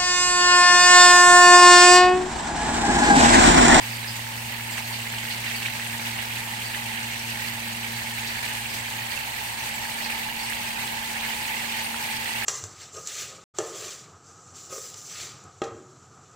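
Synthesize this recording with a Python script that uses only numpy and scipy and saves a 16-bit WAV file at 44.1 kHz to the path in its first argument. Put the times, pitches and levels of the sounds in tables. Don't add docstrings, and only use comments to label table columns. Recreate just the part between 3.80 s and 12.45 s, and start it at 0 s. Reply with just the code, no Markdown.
import sys
import numpy as np
from scipy import signal
from scipy.fft import rfft, irfft, next_fast_len
from scipy.io import wavfile

SR = 44100
rng = np.random.default_rng(int(sys.argv[2]) if len(sys.argv) > 2 else 0)


def dump_mix(stems):
    frames = np.atleast_2d(stems).T
    limited = np.clip(frames, -1, 1)
    pcm = np.round(limited * 32767).astype(np.int16)
    wavfile.write(sys.argv[1], SR, pcm)


N = 381465


def from_db(db):
    return 10 ** (np.asarray(db) / 20)


def unit_rms(x):
    return x / np.sqrt(np.mean(x ** 2) + 1e-20)


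def pan(left_minus_right_db):
    return from_db(left_minus_right_db * np.array([[.5], [-.5]]))


def automation(rows):
    times, *columns = np.transpose(rows)
    return [np.interp(np.arange(N) / SR, times, column) for column in columns]


def at_hz(points, hz):
    freqs, values = np.transpose(points)
    return np.interp(np.log(hz + 1e-3), np.log(freqs), values)


def equalise(x, gain_at):
    size = next_fast_len(N + 4096)
    return irfft(rfft(x, size) * gain_at(np.fft.rfftfreq(size, 1 / SR)), size)[..., :N]


def drift(rate_hz):
    hop, settle = 40, 2000
    r = np.exp(-2 * np.pi * rate_hz * hop / SR)
    noise = rng.standard_normal(N // hop + settle + 2)
    slow = signal.lfilter([1], [1, -2 * r, r * r], noise)[settle:]
    return np.interp(np.arange(N) / hop, np.arange(len(slow)), unit_rms(slow))


def resonate(x, hz, width_hz):
    r = np.exp(-np.pi * width_hz / SR)
    feedback = [1, -2 * r * np.cos(2 * np.pi * hz / SR), r * r]
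    return signal.lfilter(np.array([1, 0, -1]) * (1 - r * r) / 2, feedback, x)


def add(out, start_s, sound):
    i = int(np.clip(start_s * SR, 0, N - 1))
    out[i:i + len(sound)] += sound[:N - i]


def strays(per_s, db, spread_db, low_hz, high_hz):
    when, size, pitch = rng.random((100, 3))[:int(per_s * N / SR)].T
    levels_db = db + spread_db * (2 * size - 1)
    return list(zip(when * N / SR, levels_db, low_hz * (high_hz / low_hz) ** pitch))


def stereo_image(mid_side):
    # (frequency [Hz], correlation [-1 to 1])
    likeness = [(25, 0.47), (70, 0.58), (150, 0.62), (300, 0.7), (500, 0.41), (800, 0.26), (1100, -0.22),
                (1400, -.3), (2000, -.08), (2800, 0.15), (3800, -0.17), (4600, 0.2), (6000, 0.011)]
    mid, side = equalise(mid_side, lambda hz: np.sqrt((1 + at_hz(likeness, hz) * [[1], [-1]]) / 2))
    return np.array([mid + side, mid - side])


def rumble():
    # (frequency [Hz], relative density [dB])
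    spectrum = [(20, -7), (40, -2), (60, 2.5), (88, 3.5), (125, 8), (155, -0.5), (195, 0.5), (230, 2.5),
                (290, -2.5), (450, -11), (800, -1.5), (2000, -35)]
    return unit_rms(equalise(rng.standard_normal((2, N)), lambda hz: from_db(at_hz(spectrum, hz))))


def motor(shaft_hz, sag_hz_per_s, upper_pan_db, waver_db):
    # (time [s], second order [dB], fourth order [dB])
    hum_levels = [(0, -40, -47.5), (2.2, -43, -46.8), (3, -44, -46), (4.1, -44, -44.5), (5.1, -46.5, -50),
                  (5.6, -52, -56), (5.9, -56.5, -48.5), (8.65, -55, -46.5)]
    # (frequency [multiple of shaft speed], level against the fourth order [dB])
    overtones = [(3.35, -16), (3.67, -15), (4, 0), (6, -21), (8, -19)]
    # (frequency [Hz], level [dB])
    mains_partials = [(60, -61), (120, -59)]
    second_db, fourth_db = automation(hum_levels)
    t = np.arange(N) / SR
    turns = np.cumsum(shaft_hz - sag_hz_per_s * t) / SR
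    tone = lambda cycles: np.sqrt(2) * np.sin(2 * np.pi * (cycles + rng.random()))
    upper = sum(from_db(fourth_db + db + waver_db * drift(rate_hz=5.5)) * tone(order * turns)
                for order, db in overtones)
    mains = sum(from_db(db) * tone(hz * t) for hz, db in mains_partials)
    return from_db(second_db) * tone(2 * turns) + mains + upper * pan(upper_pan_db)


def cup_air(hz, width_hz, skirt_hz, lumpy_db):
    churn = rng.standard_normal((2, N)) * from_db(lumpy_db * drift(rate_hz=27))
    return unit_rms(resonate(resonate(churn, hz, width_hz), hz, skirt_hz))


def wash(sizes):
    in_range = lambda hz: (hz > sizes[0][0]) & (hz < sizes[-1][0])
    gain_at = lambda hz: in_range(hz) * from_db(at_hz(sizes, hz)) / np.sqrt(hz + 1)
    return unit_rms(equalise(rng.standard_normal((2, N)), gain_at))


def spurts(stray_width_hz, swell_s, fade_s):
    # (time [s], level [dB], pitch [Hz], width [Hz])
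    featured = [(0.128, -37, 4700, 600), (0.276, -32.5, 4850, 800), (0.908, -36, 7340, 800),
                (1.125, -33, 4200, 1800), (1.5, -32.5, 4200, 1500), (1.75, -35.5, 4550, 500),
                (2.84, -36, 4600, 500), (3.385, -41, 5570, 300), (3.499, -39, 4400, 1500),
                (4.468, -33, 4240, 1800), (4.895, -39, 4930, 900), (5.305, -35, 4470, 900),
                (5.935, -36.5, 7600, 600), (6.24, -32.5, 4370, 1500), (6.586, -33.5, 4440, 500),
                (8.035, -34, 9070, 400)]
    lesser = strays(per_s=3, db=-43.5, spread_db=2, low_hz=3860, high_hz=9100)
    out, t = np.zeros((2, N)), np.arange(SR // 6) / SR
    envelope = (1 - np.exp(-t / swell_s)) * np.exp(-t / fade_s)
    for start_s, db, hz, width_hz in featured + [(*row, stray_width_hz) for row in lesser]:
        for channel in out:
            noise = rng.standard_normal(len(t))
            cloud = unit_rms(resonate(resonate(noise, hz, width_hz), hz, width_hz))
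            add(channel, start_s, from_db(db) * cloud * envelope)
    return out


def drops(per_s, spread_db, decay_s):
    count = int(per_s * N / SR)
    size = from_db(spread_db * np.minimum(rng.standard_normal(N), 2.5))[:count]
    hits = np.bincount(rng.integers(0, N, N)[:count], size ** 2, N)
    power = signal.lfilter([1], [1, -np.exp(-1 / (decay_s * SR))], hits)
    return power / power.mean()


def spatter(sheet_power, tick_power, patchy_db):
    # (frequency [Hz], relative density [dB])
    spectrum = [(200, -8), (600, 1), (1200, 0.5), (2200, 4), (3600, 3), (4500, 4), (5300, 0), (7200, 0.5),
                (8200, 2.5), (9000, 1), (9900, -4), (11300, -1.5), (12900, -0.3), (15500, -3.3)]
    broadband = sheet_power + tick_power * drops(per_s=520, spread_db=1.5, decay_s=.0012)
    centres_hz = np.geomspace(1000, 14000, 7)
    out = 0
    for band in np.eye(len(centres_hz)):
        splashes = drops(per_s=420, spread_db=4.5, decay_s=.013)
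        envelope = np.sqrt(broadband + splashes) * from_db(patchy_db * drift(rate_hz=42))
        band_gain = lambda hz: np.sqrt(np.interp(hz, centres_hz, band)) * from_db(at_hz(spectrum, hz))
        out += equalise(envelope * rng.standard_normal((2, N)), band_gain)
    return unit_rms(out)


def bubble(t, hz, cycles, rise):
    turns = t * hz
    age = turns / cycles
    attack = 1 - np.exp(-(turns / .67) ** 2)
    return attack * from_db(-60 * age) * np.sin(2 * np.pi * turns * (1 + rise * age))


def gurgle(sizes, count, spread_db, cycles, rise, scatter_s, echo_db, echo_s):
    start, size, life, *paths = rng.random((count, 7)).T
    low_hz, high_hz = sizes[0][0], sizes[-1][0]
    hz = low_hz * (high_hz / low_hz) ** size
    level_db = at_hz(sizes, hz) + spread_db * np.minimum(rng.standard_normal(count), 2)
    strength = from_db(level_db) * np.sqrt(hz)
    ring_cycles = cycles * (.5 + 2 * life ** 2)
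    samples = np.arange(SR // 60)
    rings = strength[:, None] * bubble(samples / SR, hz[:, None], ring_cycles[:, None], rise)

    def arrive(delay_s):
        onsets = (start * N + delay_s * SR).astype(int)
        return np.bincount((onsets[:, None] + samples).ravel(), rings.ravel(), N)[:N]

    channels = [arrive(near * scatter_s) + from_db(echo_db) * arrive(far * echo_s)
                for near, far in (paths[:2], paths[2:])]
    return unit_rms(np.array(channels))


def plops(cycles, rise, right_lag_s, splash_db, splash_s):
    # (time [s], level [dB], pitch [Hz])
    featured = [(0.244, -22, 2020), (0.4675, -21.5, 1690), (0.9797, -19, 1750), (1.3382, -20, 1790),
                (1.384, -15, 2900), (1.829, -11.5, 2700), (1.86, -11.5, 2350), (1.8834, -18, 1870),
                (1.996, -20, 1710), (2.197, -20, 2200), (4.6875, -23, 1950), (4.7705, -19, 2260),
                (8.1433, -21.5, 1360), (8.623, -19, 1680)]
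    lesser = strays(per_s=5, db=-25.5, spread_db=8, low_hz=1590, high_hz=2890)
    out, t = np.zeros((2, N)), np.arange(SR // 25) / SR
    for start_s, db, hz in featured + lesser:
        for side in range(2):
            splash = unit_rms(resonate(rng.standard_normal(len(t)), hz, hz / 2)) * np.exp(-t / splash_s)
            plop = bubble(t, hz, cycles, rise) + from_db(splash_db) * splash
            add(out[side], start_s + side * right_lag_s, from_db(db) * plop)
    return out


def pour(flutter_hz, flutter_db, spray_follows):
    # (time [s], level [dB])
    flow = [(0, -34), (0.5, -36.5), (1, -35.2), (1.7, -33.5), (2.6, -34), (3.9, -34.4), (4.7, -33.1),
            (5.5, -34.5), (7, -33), (7.7, -31.5), (8.2, -32.5), (8.65, -30.3)]
    # (time [s], swell [s], gurgle change [dB], spray change [dB])
    gushes = [(0.349, 0.012, 1, 3), (0.681, 0.021, 2.5, 1), (0.903, .008, 3, 1), (0.968, 0.015, 3.5, 2),
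              (1.335, .04, 1.5, -0.5), (1.502, .008, 4.5, 2), (1.655, 0.014, 4.5, .5), (1.848, .008, 7, 0),
              (1.93, .01, -4, 2.5), (2.252, 0.011, 3.5, 2.5), (2.385, 0.011, 5.5, -1),
              (2.935, 0.01, 4, 1.3), (3.125, .045, 3, -1), (3.502, 0.0067, 3.5, 1.9),
              (3.584, 0.011, 2, 1.5), (3.672, 0.009, 2, 4), (4.627, 0.011, 3, 3), (2.555, .008, 3, 0),
              (4.845, .01, 1.5, -1), (4.936, 0.01, -2, 4.5), (5.31, 0.0082, 4.5, 3), (5.774, .04, 1, 1.5),
              (6.186, 0.016, 0.5, 2.4), (6.246, .008, 1, -2), (6.293, .008, 2, 1), (6.984, .018, 1, 3),
              (7.957, 0.022, 1.3, 2.5), (8.194, 0.02, -1, 2.5)]
    flow_db, = automation(flow)
    gurgle_db = flow_db - flow_db.mean() + flutter_db * drift(flutter_hz)
    spray_db = spray_follows * gurgle_db
    t = np.arange(SR // 4) / SR
    for start_s, swell_s, gurgle_change_db, spray_change_db in gushes:
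        surge = t / swell_s * np.exp(1 - t / swell_s)
        add(gurgle_db, start_s, gurgle_change_db * surge)
        add(spray_db, start_s, spray_change_db * surge)
    return gurgle_db, spray_db


def scene():
    # (pitch [Hz], relative level [dB])
    bubble_sizes = [(1100, -38), (1400, -20), (1650, -6.5), (1900, -5.5), (2200, -5), (2800, -4),
                    (3400, -10.5), (4400, -14), (5200, -54)]
    # (pitch [Hz], relative level [dB])
    droplet_sizes = [(3800, -3.5), (4550, -5), (5500, -7), (7000, -4.5), (8600, -3), (10000, -6.5)]
    # (time [s], level [dB])
    near_cup = [(0, -49), (1.2, -46.5), (2.9, -43), (3.7, -46.5), (5.6, -41.5), (6.15, -40), (8.65, -39.5)]
    # (frequency [Hz], left minus right [dB])
    balance = [(500, 1), (850, -1.1), (1150, -3), (1500, -4), (2100, -7.5), (2800, -3.5), (3500, -1),
               (4500, -6), (5400, 2), (7500, -0.7), (8400, 6.5), (9500, 4), (11200, -0.5), (15000, 0)]
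    gurgle_db, spray_db = pour(flutter_hz=6.8, flutter_db=.62, spray_follows=.5)
    near_cup_db, = automation(near_cup)
    water = from_db(-37 + gurgle_db) * gurgle(
        bubble_sizes, count=8000, spread_db=1, cycles=22.8, rise=.15,
        scatter_s=.0011, echo_db=-1.5, echo_s=.007)
    water += from_db(-38.5 + gurgle_db) * wash(bubble_sizes)
    water += from_db(-47.5 + spray_db) * gurgle(
        droplet_sizes, count=2000, spread_db=5, cycles=135, rise=.036,
        scatter_s=.00046, echo_db=3, echo_s=.008)
    water += from_db(-35 + spray_db) * spatter(sheet_power=.32, tick_power=.57, patchy_db=.35)
    water += from_db(near_cup_db) * cup_air(hz=869, width_hz=68, skirt_hz=420, lumpy_db=.9)
    water += from_db(-45.5) * cup_air(hz=878, width_hz=230, skirt_hz=650, lumpy_db=2.5)
    water += spurts(stray_width_hz=200, swell_s=.0031, fade_s=.037)
    big_bubbles = plops(cycles=18.4, rise=.08, right_lag_s=.00004, splash_db=-18, splash_s=.008)
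    garden = stereo_image(water + from_db(-47.5) * rumble()) + big_bubbles
    garden = equalise(garden, lambda hz: pan(at_hz(balance, hz)))
    return garden + motor(shaft_hz=58.1, sag_hz_per_s=.094, upper_pan_db=-3, waver_db=1.3)


def record(dry):
    cutoff_hz, slope_width_hz = 15850, 150
    return equalise(dry, lambda hz: np.clip((cutoff_hz - hz) / slope_width_hz + .5, 0, 1))


dry = scene()
out = record(dry)
dump_mix(out)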